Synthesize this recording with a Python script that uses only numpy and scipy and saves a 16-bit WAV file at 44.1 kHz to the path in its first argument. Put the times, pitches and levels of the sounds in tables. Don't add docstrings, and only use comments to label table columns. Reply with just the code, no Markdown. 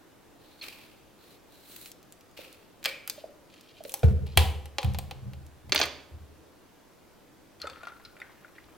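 import sys
import numpy as np
from scipy import signal
from scipy.io import wavfile
from scipy.ndimage import uniform_filter1d

SR = 44100
rng = np.random.default_rng(int(sys.argv[2]) if len(sys.argv) > 2 else 0)


def digitize_waveform(pressure):
    field = np.atleast_2d(pressure).T
    bounded = np.clip(field, -1, 1)
    quanta = np.round(bounded * 32767).astype(np.int16)
    wavfile.write(sys.argv[1], SR, quanta)


N = 386757

# frequency in Hz, relative density in dB.
ROOM_SPECTRUM = [(25, -9.5), (91, -6), (462, -6.5), (2200, -20.5), (8000, -28), (15900, -33)]
RUB_SPECTRUM = [(1300, -16), (2600, -10.5), (4500, -11), (7000, -28), (16000, -35)]
# frequency in Hz, left-right correlation.
COHERENCE = [(60, 0.081), (380, 0.27), (2380, 0.64), (15000, 0.037)]
# centre in Hz, width in Hz, level in dB at the start, level in dB from 1 s on.
HUM_BAND = (312, 53, -64, -65.5)
# start and end in seconds, level in dB, relative hiss in dB.
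RUB_STROKES = [(0.355, 0.638, -63, -6), (1.161, 1.388, -61.5, -3.5), (1.454, 1.783, -62, 0),
               (1.629, 1.93, -56, 4.5), (3.827, 3.996, -59.5, 7)]
# start in seconds, level in dB, t60 in seconds, resonance in Hz.
SLIP_STROKES = [(0.614, -43.5, 1, 2500), (2.363, -46.5, 0.79, 2620), (2.873, -35.5, 0.18, 4460),
                (4.385, -30, 0.32, 3200)]
# start in seconds, peak in dB.
LEMON_TAPS = [(0.613, -34.5), (0.62, -37), (0.638, -37)]
FINGER_TICKS = [(1.917, -27), (2.029, -39), (2.124, -30.5), (2.2097, -37), (2.313, -44.5), (2.5282, -30),
                (3.8385, -27.5), (3.885, -36), (3.895, -20.5), (3.92, -26), (3.944, -32), (3.9936, -29.5),
                (4.937, -32), (5.466, -36.5), (4.818, -29), (4.835, -28), (4.865, -35)]
BOTTLE_LANDINGS = [(4.032, -18.5), (4.0834, -29.5), (4.177, -44)]
# frequency in Hz, relative level in dB, t60 in seconds.
TUMBLER_MODES = [(2610, -1, 0.052), (3530, 1, 0.029), (4150, 11, 0.038)]
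TIGHT_CAP_MODES = [(1880, -15.5, 0.0036), (2620, -1.5, 0.0038), (3150, 0, 0.0049), (3960, 7, 0.0019)]
BOTTLE_WALL_MODES = [(540, 2, 0.041), (793, 9.5, 0.027), (984, 3, 0.023)]
BOTTLE_BASE_MODES = [(455, 4.5, 0.041), (1390, -12.5, 0.023), (2350, -15, 0.011)]
LOOSE_CAP_MODES = [(3590, -13.5, 0.0038), (4700, -4.5, 0.0028), (6190, -9.5, 0.0041)]
TABLE_TOP_MODES = [(647, -18, 0.012), (1150, -6, 0.006), (1600, -3, 0.005), (2350, 2, 0.004)]
GLASS_MODES = [(1363, -11.5, 0.042), (2520, 8.5, 0.003), (3540, 1.5, 0.016), (4350, 4, 0.0087)]
# start in seconds, level in dB, pitch in Hz.
LIQUID_PLOPS = [(0.673, -43.5, 350), (2.39, -34, 520), (2.86, -28, 535), (3.179, -39.5, 590),
                (3.2405, -30.5, 587), (3.806, -34.5, 603), (3.852, -30, 511), (7.643, -30.5, 524)]
WATER_GULPS = [(7.654, -33.5, 1430), (8.0506, -35, 4100), (8.217, -28.5, 1920), (8.4465, -42.5, 1440),
               (8.582, -40.5, 1920)]
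# start in seconds, cap peak in dB, relative tick peak in dB.
BOTTLE_SNAPS = [(1.859, -35, 3), (2.375, -45, 5), (2.829, -36.5, 1), (2.842, -26.5, 8.5),
                (2.8499, -16, -11), (2.8573, -7.5, -2.5), (3.0765, -25, 7), (3.098, -22, 8.5),
                (3.54, -41, -5), (3.61, -44, 3), (3.8507, -32, -12), (3.9403, -24, 11), (4.268, -39, -1),
                (4.374, -1, 1.5), (4.377, -11.5, -9), (4.6571, -36, 7), (4.784, -11.5, -13),
                (4.83, -22, -14), (4.846, -26, -3), (4.9467, -26, -7), (4.987, -24, 7.5),
                (5.111, -25, -7.5), (5.3345, -37.5, 0)]
# start in seconds, level in dB, centre in Hz, width in Hz, t60 in seconds.
GAS_BURST = (2.862, -41, 2320, 130, .5)
# start and end in seconds, level in dB.
CAP_TWISTS = [(3.17, 3.211, -60), (3.5, 3.83, -65), (4.26, 4.367, -61.5)]
# start in seconds, rocking gain in dB, bending gain in dB.
TABLE_PUSHES = [(4.033, -15.5, -20.5), (4.363, -18, -29), (4.838, -24.5, -24), (5.218, -41, -32.5),
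                (5.329, -39, -48), (5.631, -49, -35.5), (5.743, -40.5, -51.5), (6.102, -37.5, -48),
                (7.607, -51, -70)]
# frequency in Hz, relative level in dB, t60 in seconds, right lag in cycles.
ROCKING_MODES = [(72.8, 0, 0.74, 0.09), (84.3, 3, 0.54, 0.089)]
BENDING_MODES = [(38.2, -7, 1, 0.4), (117.7, 10, 0.24, 0.16), (131.5, -6, 1, 0.18),
                 (193.8, -5.5, 0.59, 0.17)]
# start in seconds, cap peak in dB, flatness from 0 (rim) to 1 (flat).
CAP_BOUNCES = [(5.695, -40.5, 0.71), (5.7214, -3, 0.034), (5.727, -19, 0.45), (5.747, -21.5, 0.78),
               (5.7602, -4, 0.03), (5.778, -11.5, 0.039), (5.791, -11.5, .02), (5.8, -26.5, 0.91),
               (5.8146, -4, 0.063), (5.8292, -13, 0.12), (5.8357, -20.5, 0.57), (5.855, -26.5, 0.6)]
# start in seconds, ring peak in dB, mode tilt in dB per octave.
ICE_KNOCKS = [(7.601, -39, 7), (7.6176, -24, 34), (7.6714, -23.5, -3), (7.6988, -28.5, 2),
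              (7.8337, -30.5, -20.5), (7.871, -27, -22.5), (8.2018, -34, -7.5)]
# time in seconds, gain in dB.
STREAM_FLOW = [(7.612, -50.5), (7.78, -58.5), (7.86, -51.5), (7.96, -58), (8.77, -61)]
# frequency in Hz, t60 in seconds.
ROOM_DECAY = [(250, 0.98), (700, 0.6), (2000, 0.57), (11000, 0.44)]


def gain(db):
    return 10 ** (np.asarray(db) / 20)


def decay(t, t60_s, db=0):
    return gain(db - 60 * t / t60_s)


def unit_rms(x):
    return x / np.sqrt(np.mean(x ** 2) + 1e-20)


def log_interp(points, hz):
    knots_hz, values = np.transpose(points)
    return np.interp(np.log(hz + 1), np.log(knots_hz + 1), values)


def highpass(x, hz):
    return signal.sosfilt(signal.butter(4, hz, "high", fs=SR, output="sos"), x)


def add(mix, start_s, sound, left_db=0):
    for channel, side, lag in zip(mix, (1, -1), rng.integers(0, 2, 2)):
        part = channel[round(start_s * SR) + lag:][:len(sound)]
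        part += sound[:len(part)] * gain(side * left_db / 2)


def ring(modes):
    t = np.arange(4000) / SR
    x = sum(decay(t, t60_s, db) * np.sin(2 * np.pi * hz * t) for hz, db, t60_s in modes)
    return x / abs(x).max()


def detuned(modes):
    return [(hz * rng.uniform(.96, 1.04), db + rng.uniform(-3, 3), t60_s) for hz, db, t60_s in modes]


def tick(cutoff_hz):
    return highpass(np.arange(4000) == 0, cutoff_hz)


def struck(parts, tail_ms):
    t = np.arange(1500) / SR
    contact = (t == 0) + .22 * rng.standard_normal(len(t)) * np.exp(-1000 * t / tail_ms)
    sounds = [(signal.fftconvolve(contact, response)[:4000], db) for response, db in parts]
    return sum(gain(db) * x / abs(x).max() for x, db in sounds)


def band_noise(count, hz, width_hz):
    return unit_rms(signal.lfilter(*signal.iirpeak(hz, hz / width_hz, SR), rng.standard_normal(count)))


def stereo_noise(field_db):
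    bins, frames = field_db.shape
    a, b, c, d = rng.standard_normal((frames, bins, 4)).T
    coherence = log_interp(COHERENCE, np.linspace(0, SR / 2, bins))[:, None]
    left = a + 1j * b
    right = coherence * left + np.sqrt(1 - coherence ** 2) * (c + 1j * d)
    size = 2 * bins - 1
    _, x = signal.istft(np.array([left, right]) * gain(field_db), nperseg=size, noverlap=size * 3 // 4)
    return unit_rms(x[:, :N])


def room_air(level_db=-57.5):
    patches = rng.standard_normal((N // 512 + 5, 1025)).T
    drift_db = 1.1 * unit_rms(uniform_filter1d(uniform_filter1d(patches, 10, 0), 12, 1))
    spectrum_db = log_interp(ROOM_SPECTRUM, np.fft.rfftfreq(2048, 1 / SR))
    return gain(level_db) * stereo_noise(spectrum_db[:, None] + drift_db)


def hum():
    hz, width_hz, first_db, later_db = HUM_BAND
    return band_noise(N, hz, width_hz) * gain(np.interp(np.arange(N) / SR, [0, 1], [first_db, later_db]))


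def friction(count, hollow_hz, hiss_db):
    hz = np.fft.rfftfreq(256, 1 / SR)[:, None]
    grain_db = 1.9 * unit_rms(uniform_filter1d(rng.exponential(1, SR // 100), 3) - 1)
    colour_db = log_interp(RUB_SPECTRUM, hz) + 7 * np.exp(-((hz / hollow_hz - 1) / .1) ** 2)
    hiss = unit_rms(highpass(stereo_noise(np.zeros_like(hz) + grain_db), 6000))
    return (stereo_noise(colour_db + grain_db) + gain(hiss_db) * hiss)[:, :count]


def rubs(swell_share=.31, ease_share=.16, hollow_hz=4100):
    out = np.zeros((2, N))
    for start_s, end_s, db, hiss_db in RUB_STROKES:
        count = round((end_s - start_s) * SR)
        progress = np.arange(count) / SR / (end_s - start_s)
        envelope = np.minimum(progress / swell_share, 1) * np.minimum((1 - progress) / ease_share, 1)
        sound = gain(db) * envelope * friction(count, hollow_hz, hiss_db)
        out[:, round(start_s * SR):][:, :count] += sound
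    return out


def lemon_taps():
    out = np.zeros((2, N))
    for start_s, db in LEMON_TAPS:
        add(out, start_s, struck([(ring(detuned(TUMBLER_MODES)), db)], tail_ms=.68))
    return out


def slips(rise_s=.015):
    out, t = np.zeros((2, N)), np.arange(SR // 2) / SR
    for start_s, db, t60_s, hollow_hz in SLIP_STROKES:
        envelope = np.minimum(t / rise_s, 1) * decay(t, t60_s, db)
        out[:, round(start_s * SR):][:, :len(t)] += envelope * friction(len(t), hollow_hz, hiss_db=-7)
    return out


def plops(rise_s=.0006, t60_s=.032):
    out, t = np.zeros((2, N)), np.arange(2000) / SR
    for start_s, db, hz in LIQUID_PLOPS:
        envelope = (1 - np.exp(-t / rise_s)) * decay(t, t60_s, db)
        add(out, start_s, envelope * np.sin(2 * np.pi * hz * t), left_db=.6)
    return out


def snaps(upright_s=3.93, held_db=-23, free_db=-8.5):
    out = np.zeros((2, N))
    for start_s, db, tick_db in BOTTLE_SNAPS:
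        wall_db, tick_hz = (free_db, 7000) if start_s > upright_s else (held_db, 4000)
        cap = highpass(ring(detuned(TIGHT_CAP_MODES)), 900)
        wall = highpass(ring(detuned(BOTTLE_WALL_MODES)), 400)
        body = struck([(cap, db), (wall, db + wall_db)], tail_ms=.12)
        crack = struck([(tick(tick_hz), db + tick_db)], tail_ms=1.56)
        add(out, start_s, body + crack, left_db=.6)
    return out


def finger_ticks():
    out = np.zeros((2, N))
    for start_s, db in FINGER_TICKS:
        add(out, start_s, struck([(tick(2800), db)], tail_ms=.33))
    return out


def gas():
    start_s, db, hz, width_hz, t60_s = GAS_BURST
    out, t = np.zeros((2, N)), np.arange(SR // 2) / SR
    add(out, start_s, band_noise(len(t), hz, width_hz) * decay(t, t60_s, db))
    return out


def thread_grind(slips_per_s=350):
    out, cap = np.zeros((2, N)), highpass(ring(TIGHT_CAP_MODES), 2300)
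    for start_s, end_s, db in CAP_TWISTS:
        count = round((end_s - start_s) * SR)
        clump_db = 3 * unit_rms(uniform_filter1d(rng.standard_normal(count), 600))
        onsets = rng.random(count) < slips_per_s / SR
        size_db = 4 * np.minimum(rng.exponential(1, count), 3)
        pulses = onsets * gain(size_db + clump_db) * rng.choice([-1, 1], count)
        add(out, start_s, gain(db) * unit_rms(signal.oaconvolve(pulses, cap)[:count]))
    return out


def bottle_landings():
    out, soft_tick = np.zeros((2, N)), np.convolve(tick(740), np.hanning(9))
    for start_s, db in BOTTLE_LANDINGS:
        add(out, start_s, struck([(ring(BOTTLE_BASE_MODES), db), (soft_tick, db - 18)], tail_ms=3.1))
    return out


def table_boom():
    out, t = np.zeros((2, N)), np.arange(SR) / SR

    def swings(modes):
        return [decay(t, t60_s, db) * np.sin(2 * np.pi * (hz * t - np.array([[0], [lag]])))
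                for hz, db, t60_s, lag in modes]

    lower, upper = swings(ROCKING_MODES)
    rocking = lower - upper
    bending = sum(swings(BENDING_MODES))
    for start_s, rock_db, bend_db in TABLE_PUSHES:
        rise_ms = np.interp(max(rock_db, bend_db), [-34, -18], [28, 3])
        chatter = 1 + .5 * unit_rms(uniform_filter1d(rng.standard_normal(SR), 900))
        swing = gain(rock_db) * rocking + gain(bend_db) * bending * chatter
        out[:, round(start_s * SR):][:, :SR] += swing * (1 - np.exp(-1000 * t / rise_ms)) ** 2
    return out


def cap_rattle():
    out = np.zeros((2, N))
    for start_s, db, flatness in CAP_BOUNCES:
        cap = np.convolve(highpass(ring(detuned(LOOSE_CAP_MODES)), 1500), np.hanning(8))
        top = highpass(ring(detuned(TABLE_TOP_MODES)), 280)
        knock_db = db + np.interp(flatness, [0, 1], [-16.5, 9])
        tick_db = db + np.interp(flatness, [0, 1], [-24.5, 10.5])
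        clack = struck([(cap, db)], tail_ms=.035)
        knock = struck([(top, knock_db), (tick(7200), tick_db)], tail_ms=4.45)
        add(out, start_s, clack + knock, left_db=-2.5)
    return out


def ice(splash_db=-13):
    out, splash = np.zeros((2, N)), np.convolve(tick(1900), np.hanning(6))
    for start_s, db, tilt_db in ICE_KNOCKS:
        glass = ring([(hz, mode_db + tilt_db * np.log2(hz), t60_s)
                      for hz, mode_db, t60_s in detuned(GLASS_MODES)])
        add(out, start_s, struck([(glass, db), (splash, db + splash_db)], tail_ms=.33), left_db=1.5)
    return out


def air_column(t, pops, empty_hz=1290, rise_per_s2=.44, width_hz=110, fade_db_per_s=19.5):
    hz = empty_hz * (1 + rise_per_s2 * t ** 2)
    carrier = np.exp(2j * np.pi * np.cumsum(hz) / SR)
    pole = np.exp(-np.pi * width_hz / SR)
    churn = unit_rms(pops) + .37 * rng.standard_normal(len(t))
    resonance = (carrier * signal.lfilter([1], [1, -pole], churn / carrier)).real
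    return unit_rms(resonance) * gain(-fade_db_per_s * t)


def bubbles(pops, sizes=24):
    out, t = np.zeros(len(pops)), np.arange(600) / SR
    size = rng.integers(0, sizes, len(pops))
    for k, hz in enumerate(np.geomspace(1000, 4600, sizes)):
        chirp = np.sin(2 * np.pi * hz * t * (1 + 9.1 * t)) * np.exp(-t * hz / 1.1)
        out += signal.oaconvolve(pops * (size == k), chirp)[:len(pops)]
    return unit_rms(out)


def fizz(count, ticks_per_s=500, colours=8):
    onsets = rng.random(count) < ticks_per_s / SR
    pulses = onsets * gain(3 * np.minimum(rng.exponential(1, count), 3))
    colour = rng.integers(0, colours, count)
    bursts = [struck([(tick(5000 + 1250 * k), 0)], tail_ms=.3) for k in range(colours)]
    return sum(signal.oaconvolve(pulses * (colour == k), x)[:count] for k, x in enumerate(bursts))


def stream(pops_per_s=260, fizz_db=-59):
    times_s, flow_db = np.transpose(STREAM_FLOW)
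    out, t = np.zeros((2, N)), np.arange(times_s[0], times_s[-1], 1 / SR)
    size_db = 4 * np.minimum(rng.exponential(1, len(t)), 4)
    onsets = rng.random(len(t)) < pops_per_s / SR
    pops = onsets * gain(size_db) * rng.choice([-1, 1], len(t))
    water = air_column(t - t[0], pops) + .43 * bubbles(pops)
    flow = gain(np.interp(t, times_s, flow_db))
    add(out, t[0], flow * water + gain(fizz_db) * fizz(len(t)), left_db=1.5)
    return out


def gulps(t60_s=.008):
    out = np.zeros((2, N))
    for start_s, db, hz in WATER_GULPS:
        add(out, start_s, struck([(ring([(hz, 0, t60_s)]), db)], tail_ms=2.7), left_db=1.5)
    return out


def room_response(scatter_db=-5, tail_db=-9.5, absorb_hz_per_db=1500):
    count = SR // 2
    taps = np.zeros((2, count))
    at = np.arange(30, count - 20, 20) + rng.integers(0, 20, (2, (count - 31) // 20))
    np.put_along_axis(taps, at, rng.choice([-1., 1.], at.shape), 1)
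    taps[1] = .76 * taps[0] + .61 * taps[1]
    scatter = uniform_filter1d(taps, size=3) * decay(np.arange(count) / SR, t60_s=.029)
    hz, t, spectra = signal.stft(taps, SR, nperseg=256)
    spectra *= decay(t, log_interp(ROOM_DECAY, hz)[:, None], -hz[:, None] / absorb_hz_per_db)
    tail = signal.istft(spectra, SR, nperseg=256)[1][:, :count]
    return sum(gain(db) * x / np.linalg.norm(x[0]) for x, db in [(scatter, scatter_db), (tail, tail_db)])


def reverb(x, responses=5, crossfades_per_s=37):
    out, position = np.zeros((2, N)), np.arange(N) / SR * crossfades_per_s
    for k in range(responses):
        distance = abs((position - k + responses / 2) % responses - responses / 2)
        weight = np.sqrt(np.clip(1 - distance, 0, 1))
        out += signal.fftconvolve(x * weight, room_response(), axes=1)[:, :N]
    return out


def scene():
    near = lemon_taps() + plops() + snaps() + finger_ticks() + gas() + thread_grind()
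    near += bottle_landings() + cap_rattle()
    near += highpass(ice() + stream() + gulps(), 350)
    return near + reverb(near) + table_boom() + rubs() + slips() + room_air() + hum()


def record(dry):
    presence_hz, presence_db, edge_hz = 11000, -8.5, 16250
    treble_fir = signal.firwin(31, presence_hz, pass_zero=False, fs=SR)
    edge_fir = signal.firwin(511, edge_hz, window=("kaiser", 9), fs=SR)
    bright = dry + gain(presence_db) * signal.oaconvolve(dry, treble_fir[None], "same")
    return signal.oaconvolve(np.tanh(bright), edge_fir[None], "same")


dry = scene()
out = record(dry)
digitize_waveform(out)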